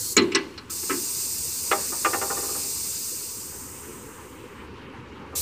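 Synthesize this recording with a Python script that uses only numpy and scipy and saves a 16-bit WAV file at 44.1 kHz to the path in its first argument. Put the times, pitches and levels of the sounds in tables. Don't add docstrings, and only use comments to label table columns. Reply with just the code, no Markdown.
import sys
import numpy as np
from scipy import signal
from scipy.fft import rfft, irfft, next_fast_len
from scipy.io import wavfile

SR = 44100
rng = np.random.default_rng(int(sys.argv[2]) if len(sys.argv) > 2 else 0)


def boost_factor(decibels):
    exponent = np.asarray(decibels, float) / 20
    return 10 ** exponent


def inscribe(sig):
    pcm = np.round(np.clip(np.atleast_2d(sig).T, -1, 1) * 32767)
    wavfile.write(sys.argv[1], SR, pcm.astype(np.int16))


N = 238845
CUTOFF_HZ = 15500

# (time [s], level [dB])
RUMBLE = [(0.0, -53.5), (0.69, -54), (1.27, -54.5), (2.1, -52), (3.4, -55), (3.8, -51.5), (4.5, -51),
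          (5.0, -49), (5.42, -50)]


def rms_one(x):
    return x / np.sqrt(np.mean(x ** 2) + 1e-20)


def in_time(rows):
    s, *columns = np.transpose(rows)
    return [np.interp(np.arange(N) / SR, s, c) for c in columns]


def at_hz(points, hz, column=1):
    points = np.array(points)
    return np.interp(np.log(hz), np.log(points[:, 0]), points[:, column])


def decay(t60):
    return boost_factor(-60 / (t60 * SR))


def drift(rate_hz):
    r = np.exp(-2 * np.pi * rate_hz * 40 / SR)
    draws = rng.standard_normal(N // 40 + 2002)
    slow = signal.lfilter([1], [1, -2 * r, r * r], draws)[2000:]
    return np.interp(np.arange(N) / 40, np.arange(len(slow)), rms_one(slow))


def noise_bands(gain_of_hz, low_hz, count, length=N):
    size = next_fast_len(length)
    hz = np.arange(1, size // 2 + 2) * SR / size
    whole = rfft(rng.standard_normal(size)) * gain_of_hz(hz)
    step = np.log(CUTOFF_HZ / low_hz) / (count - 1)
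    for centre in np.geomspace(low_hz, CUTOFF_HZ, count):
        away = abs(np.log(np.minimum(hz, CUTOFF_HZ) / centre)) / step
        yield centre, irfft(whole * np.clip(1 - away, 0, 1), size)[:length]


def ring(clicks, hz, t60):
    r, w = decay(t60), 2 * np.pi * hz / SR
    return signal.lfilter([0, np.sin(w)], [1, -2 * r * np.cos(w), r * r], clicks + 1e-18)


def yard():
    # (frequency [Hz], level [dB per Hz])
    yard_colour = [(15, -70), (25, -32.5), (75, 2), (169, -5.5), (215, -4.5), (398, -3.5), (507, -6),
                   (682, -22.5), (916, -9), (1700, -16), (2110, -17), (2910, -18.5), (3420, -26),
                   (3910, -26.5), (15400, -50.5)]
    traffic_db, middle_db, steady_db = 1.3, 0.5, -50.5
    low_db, = in_time(RUMBLE)

    def colour(hz):
        notch = 0.31 * np.exp(-((hz - 603) / 123) ** 2)
        return boost_factor(at_hz(yard_colour, hz)) * (1 - notch)

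    gust, out, low = drift(2.6), 0, 0
    for hz, band in noise_bands(colour, low_hz=25.8, count=18):
        lumpy_db = np.interp(np.log(hz), np.log([300, 3000]), [2.6, 1.8]) * (0.25 * gust + drift(12))
        share_db = traffic_db * (170 < hz < 700) + middle_db * (700 < hz < 3200)
        share_db = share_db + (steady_db - low_db) * (hz > 3200)
        out = out + band * boost_factor(lumpy_db + share_db)
        low = low + band * (50 < hz < 160)
    return boost_factor(low_db + 1.07) * out / np.std(low)


def rustles(count):
    level_db, puff_s, spread_db = -9.5, 0.052, 2.5
    t = np.arange(int(puff_s * SR)) / SR
    out = np.zeros(N + SR)
    for when, pitch, glide, size in rng.random((count, 4)):
        hz = 850 * (3100 / 850) ** pitch * (1 + 0.1 * (glide - 0.5) * t / puff_s)
        size_db = -spread_db * np.log(1 - 0.95 * size)
        start = int(when * N)
        out[start:start + len(t)] += boost_factor(size_db) * np.hanning(len(t)) * np.sin(2 * np.pi * hz * t)
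    return boost_factor(in_time(RUMBLE)[0] + level_db) * out[:N]


def seal():
    # (start [s], length [s], level [dB])
    drags = [(2.278, 0.16, -54), (2.46, 0.27, -52.5)]
    t = np.arange(N) / SR
    rubbing = sum(boost_factor(db) * np.sin(np.pi * np.clip((t - s) / length, 0, 1)) for s, length, db in drags)
    return rubbing * rms_one(ring(rng.standard_normal(N), hz=2560, t60=0.018))


def thump():
    t = np.maximum(np.arange(N) / SR - 0.175, 0)
    return boost_factor(-30.5 - 60 * t / 0.4) * (1 - np.exp(-t / 0.016)) * np.sin(2 * np.pi * 97 * t)


def jet(blast, flow_db, spectrum, peaks, port_db, patchy_db):
    opens, shuts, core_db, low_db, top_db = blast
    t = np.arange(N) / SR
    after = np.maximum(t - shuts, 0)
    opening = 1 - np.exp(-(np.maximum(t - opens, 0) / 0.0062) ** 2)
    closing = np.exp(-after / 0.018)
    hose_drain = boost_factor(-22.5) * np.exp(-after / 0.097)
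    seat_leak = boost_factor(-28) * np.exp(-after / 0.91)
    valve = opening * (closing + hose_drain + seat_leak)

    low_db = low_db + np.clip(0.9 * (flow_db + 4.5), -9, 0)
    top_db = top_db - 0.0061 * flow_db
    lags_s = 0.012 * rng.random(8)

    def colour(hz):
        ports = 1 + sum(boost_factor(2 * (db + port_db)) / (1 + (2 * (hz - f) / wide) ** 2) for f, wide, db in peaks)
        paths = 1 + boost_factor(-17) * sum(np.exp(-2j * np.pi * hz * lag) for lag in lags_s)
        return boost_factor(at_hz(spectrum, hz)) * np.sqrt(ports) * paths

    bands = list(noise_bands(colour, low_hz=2200, count=12))
    core = np.std(sum(band for hz, band in bands if 6000 < hz < 9500))
    surge, out = drift(27.0), 0
    for hz, band in bands:
        low = np.interp(hz, [4800, 6000], [1, 0])
        top = np.interp(hz, [9000, 10500], [0, 1])
        edge_db = low * (low_db + 8.5) + top * (top_db + 3.5)
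        wavering_db = patchy_db * (0.5 - 1.2 * top) * (0.38 * surge + drift(49.0))
        out = out + band * boost_factor(edge_db + wavering_db)
    return valve * boost_factor(core_db + flow_db) * out / core


def air():
    # (opens [s], shuts [s], core [dB], low edge [dB re core], top [dB re core])
    openings = [
        (-0.05, 0.13, -33.5, -8, 0.5),
        (0.695, 4.8, -32.5, -6, -4.5),
        (5.349, 5.5, -30, -10, 1.5),
    ]
    # (time [s], level [dB re full flow])
    emptying = [(0.7, -2), (1.22, 1), (1.4, -0.25), (2.62, 0.35), (3.07, -1.5), (3.86, -13.5), (4.31, -23),
                (4.65, -35.5), (4.8, -57)]
    # (frequency [Hz], level [dB per Hz])
    fill_colour = [(1470, -69), (2500, -44), (2910, -24), (3410, -22), (3680, -18.5), (4280, -5.5),
                   (5370, -9.5), (5970, -4.5), (7900, -1.5), (10700, -12), (15200, -13)]
    # (frequency [Hz], level [dB per Hz])
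    exhaust_colour = [(1470, -29), (2500, -19.5), (2680, -16), (3180, -26.5), (4940, -5.5), (5620, -9),
                      (6100, -5), (7660, -6.5), (8330, -1), (9120, -7), (10800, -9), (11600, -7.5),
                      (12600, -8), (13600, -8), (15200, -4.5)]
    # (frequency [Hz], level [dB per Hz])
    refill_colour = [(1470, -41), (2500, -15), (3230, -15), (3880, -9.5), (5370, -7.5), (8390, -2.5),
                     (10600, -13.5), (11600, -14), (15200, -14.5)]
    # (frequency [Hz], width [Hz], level [dB])
    port = [(3600, 120, -1), (4170, 220, -7), (5400, 50, -37.5), (5300, 190, -9.5), (5860, 240, -4),
            (6320, 260, -6), (6870, 120, -3), (7520, 450, -3.5), (8416, 275, -1), (9190, 52, -0.5),
            (10200, 38, -25), (10270, 88, -4.5), (10900, 110, -6), (11400, 180, -5), (11800, 65, -12),
            (12500, 64, -17), (12400, 170, -15), (13300, 89, -5), (13600, 160, -12), (13700, 220, -8),
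            (14800, 86, -22), (14800, 95, -28)]
    fill, exhaust, refill = openings
    out = jet(fill, 0, fill_colour, [], port_db=0, patchy_db=1.1)
    out = out + jet(refill, 0, refill_colour, [], port_db=0, patchy_db=1.1)
    return out + jet(exhaust, in_time(emptying)[0], exhaust_colour, port, port_db=9.0, patchy_db=0.98)


def struck(hits, modes, clatter, low_hz, high_hz, mode_db, clatter_db, spread_db, rise_s, favour_db):
    s, db, body_db, bright_db, rattle_s, near_hz = np.transpose(hits)
    first = int(s[0] * SR) - 10
    size = min(N, round((s[-1] + 1.2) * SR)) - first
    starts = np.round(s * SR).astype(int) - first
    t = np.arange(int(0.045 * SR)) / SR
    ragged_hz = 170
    noise = rng.standard_normal((len(hits), len(t)))
    luck = rng.standard_normal((len(hits), len(modes)))
    bunching = rng.standard_normal(int(SR / 2 / ragged_hz) + 2)
    shape = (1 - np.exp(-t / rise_s)) * np.exp(-t / np.maximum(rattle_s, 0.0015)[:, None])

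    def blows(hz, extra_db, grain, ringing):
        body = np.interp(np.log(hz), np.log([low_hz / 2.15, low_hz]), [1, 0])
        bright = np.interp(np.log(hz), np.log([high_hz, high_hz * 1.4]), [0, 1])
        near_db = favour_db * np.exp(-(np.log(hz / near_hz) / 0.13) ** 2)
        level_db = db + body * body_db + bright * bright_db + near_db + extra_db
        force = grain * shape
        tuned = ringing * abs(force @ np.exp(2j * np.pi * hz * t))
        drive = np.hypot(tuned, np.linalg.norm(force, axis=1))
        train = np.zeros(size + len(t))
        for start, push in zip(starts, force * (boost_factor(level_db) / drive)[:, None]):
            train[start:start + len(t)] += push
        return train[:size]

    out = np.zeros(size)
    for k, (hz, level_db, t60) in enumerate(modes):
        grain = 0.99 * np.cos(2 * np.pi * (hz * t + luck[:, k:k + 1])) + noise
        out += ring(blows(hz, mode_db + level_db + spread_db * luck[:, k], grain, True), hz, t60)

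    def colour(hz):
        ragged_db = 3 * np.interp(hz / ragged_hz, np.arange(len(bunching)), bunching)
        return boost_factor(at_hz(clatter, hz) + ragged_db)

    far = decay(0.77)
    for hz, band in noise_bands(colour, low_hz=145, count=14, length=size):
        r = decay(at_hz(clatter, hz, column=2))
        power = blows(hz, clatter_db, 1, False) ** 2 + 1e-18
        steel = signal.lfilter([1], [1, -r * r], power)
        trees = boost_factor(2 * -22) * signal.lfilter([1], [1, -far * far], power)
        out += band * np.sqrt(steel + trees)
    out = signal.sosfilt(signal.butter(3, [170, 12000], "band", fs=SR, output="sos"), out)
    return np.pad(out, (first, N - first - size))


def linkage():
    # (time [s], peak [dB], body [dB re
    # peak], # bright [dB re peak], loudest pin [Hz])
    clanks = [(0.1661, -11.5, 2, 1.5, 6700), (.1745, -9, 1, -2.5, 4250), (0.217, -34.5, 17.5, 1, 6500),
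              (0.233, -38.5, 20, -2, 4120), (0.3173, -28, 5, 3, 2400), (0.3479, -13.5, -1.5, -2, 5440),
              (0.3528, -16.5, -27, -2.5, 8100), (.356, -16.5, -13, -13, 2200), (0.576, -32, -30, 1.5, 4600),
              (.695, -42.5, 5.5, 10, 1300), (0.828, -36, -2, -20, 412), (0.895, -20, 3.5, -19.5, 1384),
              (.903, -20, -6, -18, 1500), (0.926, -31, -13, -23, 1440)]
    # (frequency [Hz], level [dB], t60 [s])
    links = [(233.5, -12, 0.29), (269.4, -18, 0.41), (332, -13.5, 0.33), (391.5, -3, 0.31),
             (450, -10, 0.15), (872, -18, 0.39), (1055, -12.5, 0.12), (1300, -5, 0.11), (1680, -4.5, 0.084),
             (1620, -23, 0.096), (1990, -12, 0.14), (2244, -0.5, 0.049), (2390, -24, 0.085),
             (2670, -9, 0.074)]
    # (frequency [Hz], level [dB], t60 [s])
    pins = [(3900, -9, .05), (4100, -6, .07), (4300, -10, .04), (4600, -11, .035), (4970, -9, .045),
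            (5150, -9, .05), (5400, -7, .06), (5650, -9, .045), (5900, -10, .035), (6300, -11, .03),
            (6800, -9, .03), (7100, -8, .035), (7400, -9, .03), (7800, -10, .03), (8200, -11, .025)]
    # (frequency [Hz], level [dB], t60 [s])
    link_clatter = [(149, -13, 0.6), (360, -0.5, 0.38), (643, -27, 0.62), (1110, -7.5, 0.18),
                    (2400, -7.5, 0.15), (4400, -16.5, 0.13), (7800, -28.5, 0.031), (9750, -30.5, 0.022),
                    (15000, -43, 0.034)]
    gaps = np.diff([row[0] for row in clanks] + [np.inf])
    hits = []
    for (s, db, body, bright, hz), gap in zip(clanks, gaps):
        rattle_s = 0.0038 if bright < -12 else 0.0016 if gap < 0.012 else 0.0045
        hits.append((s, db, body, bright, rattle_s, hz))
    return struck(hits, links + pins, link_clatter, low_hz=860, high_hz=3050, mode_db=-10, clatter_db=8.5,
                  spread_db=5.0, rise_s=0.00015, favour_db=14.5)


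def blade():
    # (time [s], peak [dB])
    landings = [(1.7125, -13), (1.921, -29), (2.046, -14.5), (2.131, -17.5), (2.212, -19.5), (2.298, -21.5),
                (2.368, -26.5), (2.427, -31.5), (2.484, -33.5), (2.547, -33.5), (2.629, -42),
                (5.321, -36.5)]
    # (frequency [Hz], level [dB], t60 [s])
    panel = [(270, -12, .25), (325, -10, .25), (393, -7, .3), (445, -10, .2), (510, -12, .2),
             (624, -14, .25), (715, -14, .15), (797, -7, .22), (845, -17, .2), (920, -13, .2),
             (1035, -10, .15), (1150, -6, .1), (1195, -1, .14), (1255, -6, .12), (1350, -7, .12),
             (1440, -9, .1), (1815, -6, .12), (2055, -5, .07), (2290, -12, .12), (2470, -10, .1),
             (2720, -8, .07), (2900, -12, .08), (3500, -16, .06)]
    # (frequency [Hz], level [dB], t60 [s])
    blade_clatter = [(150, -18, 0.41), (364, 9, 0.2), (640, -10.5, 0.39), (1200, 6, 0.04),
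                     (1930, -0.5, 0.11), (2690, -6, 0.062), (3670, -12.5, .05), (6000, -18, 0.042)]
    hits = []
    for s, db in landings:
        soft_db = -14 - db
        body_db = -8.5 + 0.57 * soft_db
        bright_db = max(-1.5 - 1.56 * soft_db, -13)
        rattle_s = 0.0028 + 0.00012 * soft_db
        for late_s, loss_db in [(0, 0), (0.0095, -3.5)]:
            hits.append((s + late_s, db + loss_db, body_db, bright_db, rattle_s, 1190))
    return struck(hits, panel, blade_clatter, low_hz=670, high_hz=1500, mode_db=-5, clatter_db=4.0,
                  spread_db=2.5, rise_s=0.00051, favour_db=-1.0)


def scene():
    background = yard() + rustles(count=160)
    tractor = seal() + thump() + linkage() + blade()
    return np.tile(background + tractor + air(), (2, 1))


def low_pass(x):
    return signal.sosfilt(signal.butter(12, 16650, fs=SR, output="sos"), x)


def record(dry):
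    top, size = 0.5, next_fast_len(N + SR // 10)
    clipped = top * np.tanh((abs(dry) / top) ** 3) ** (1 / 3) * np.sign(dry)
    hz = np.arange(size // 2 + 1) * SR / size
    edge_db = np.interp(hz, [CUTOFF_HZ, CUTOFF_HZ + 150], [0, -90])
    cut = irfft(rfft(clipped, size) * boost_factor(edge_db), size)[:, :N]
    return low_pass(cut - 0.0008)


dry = scene()
out = record(dry)
inscribe(out)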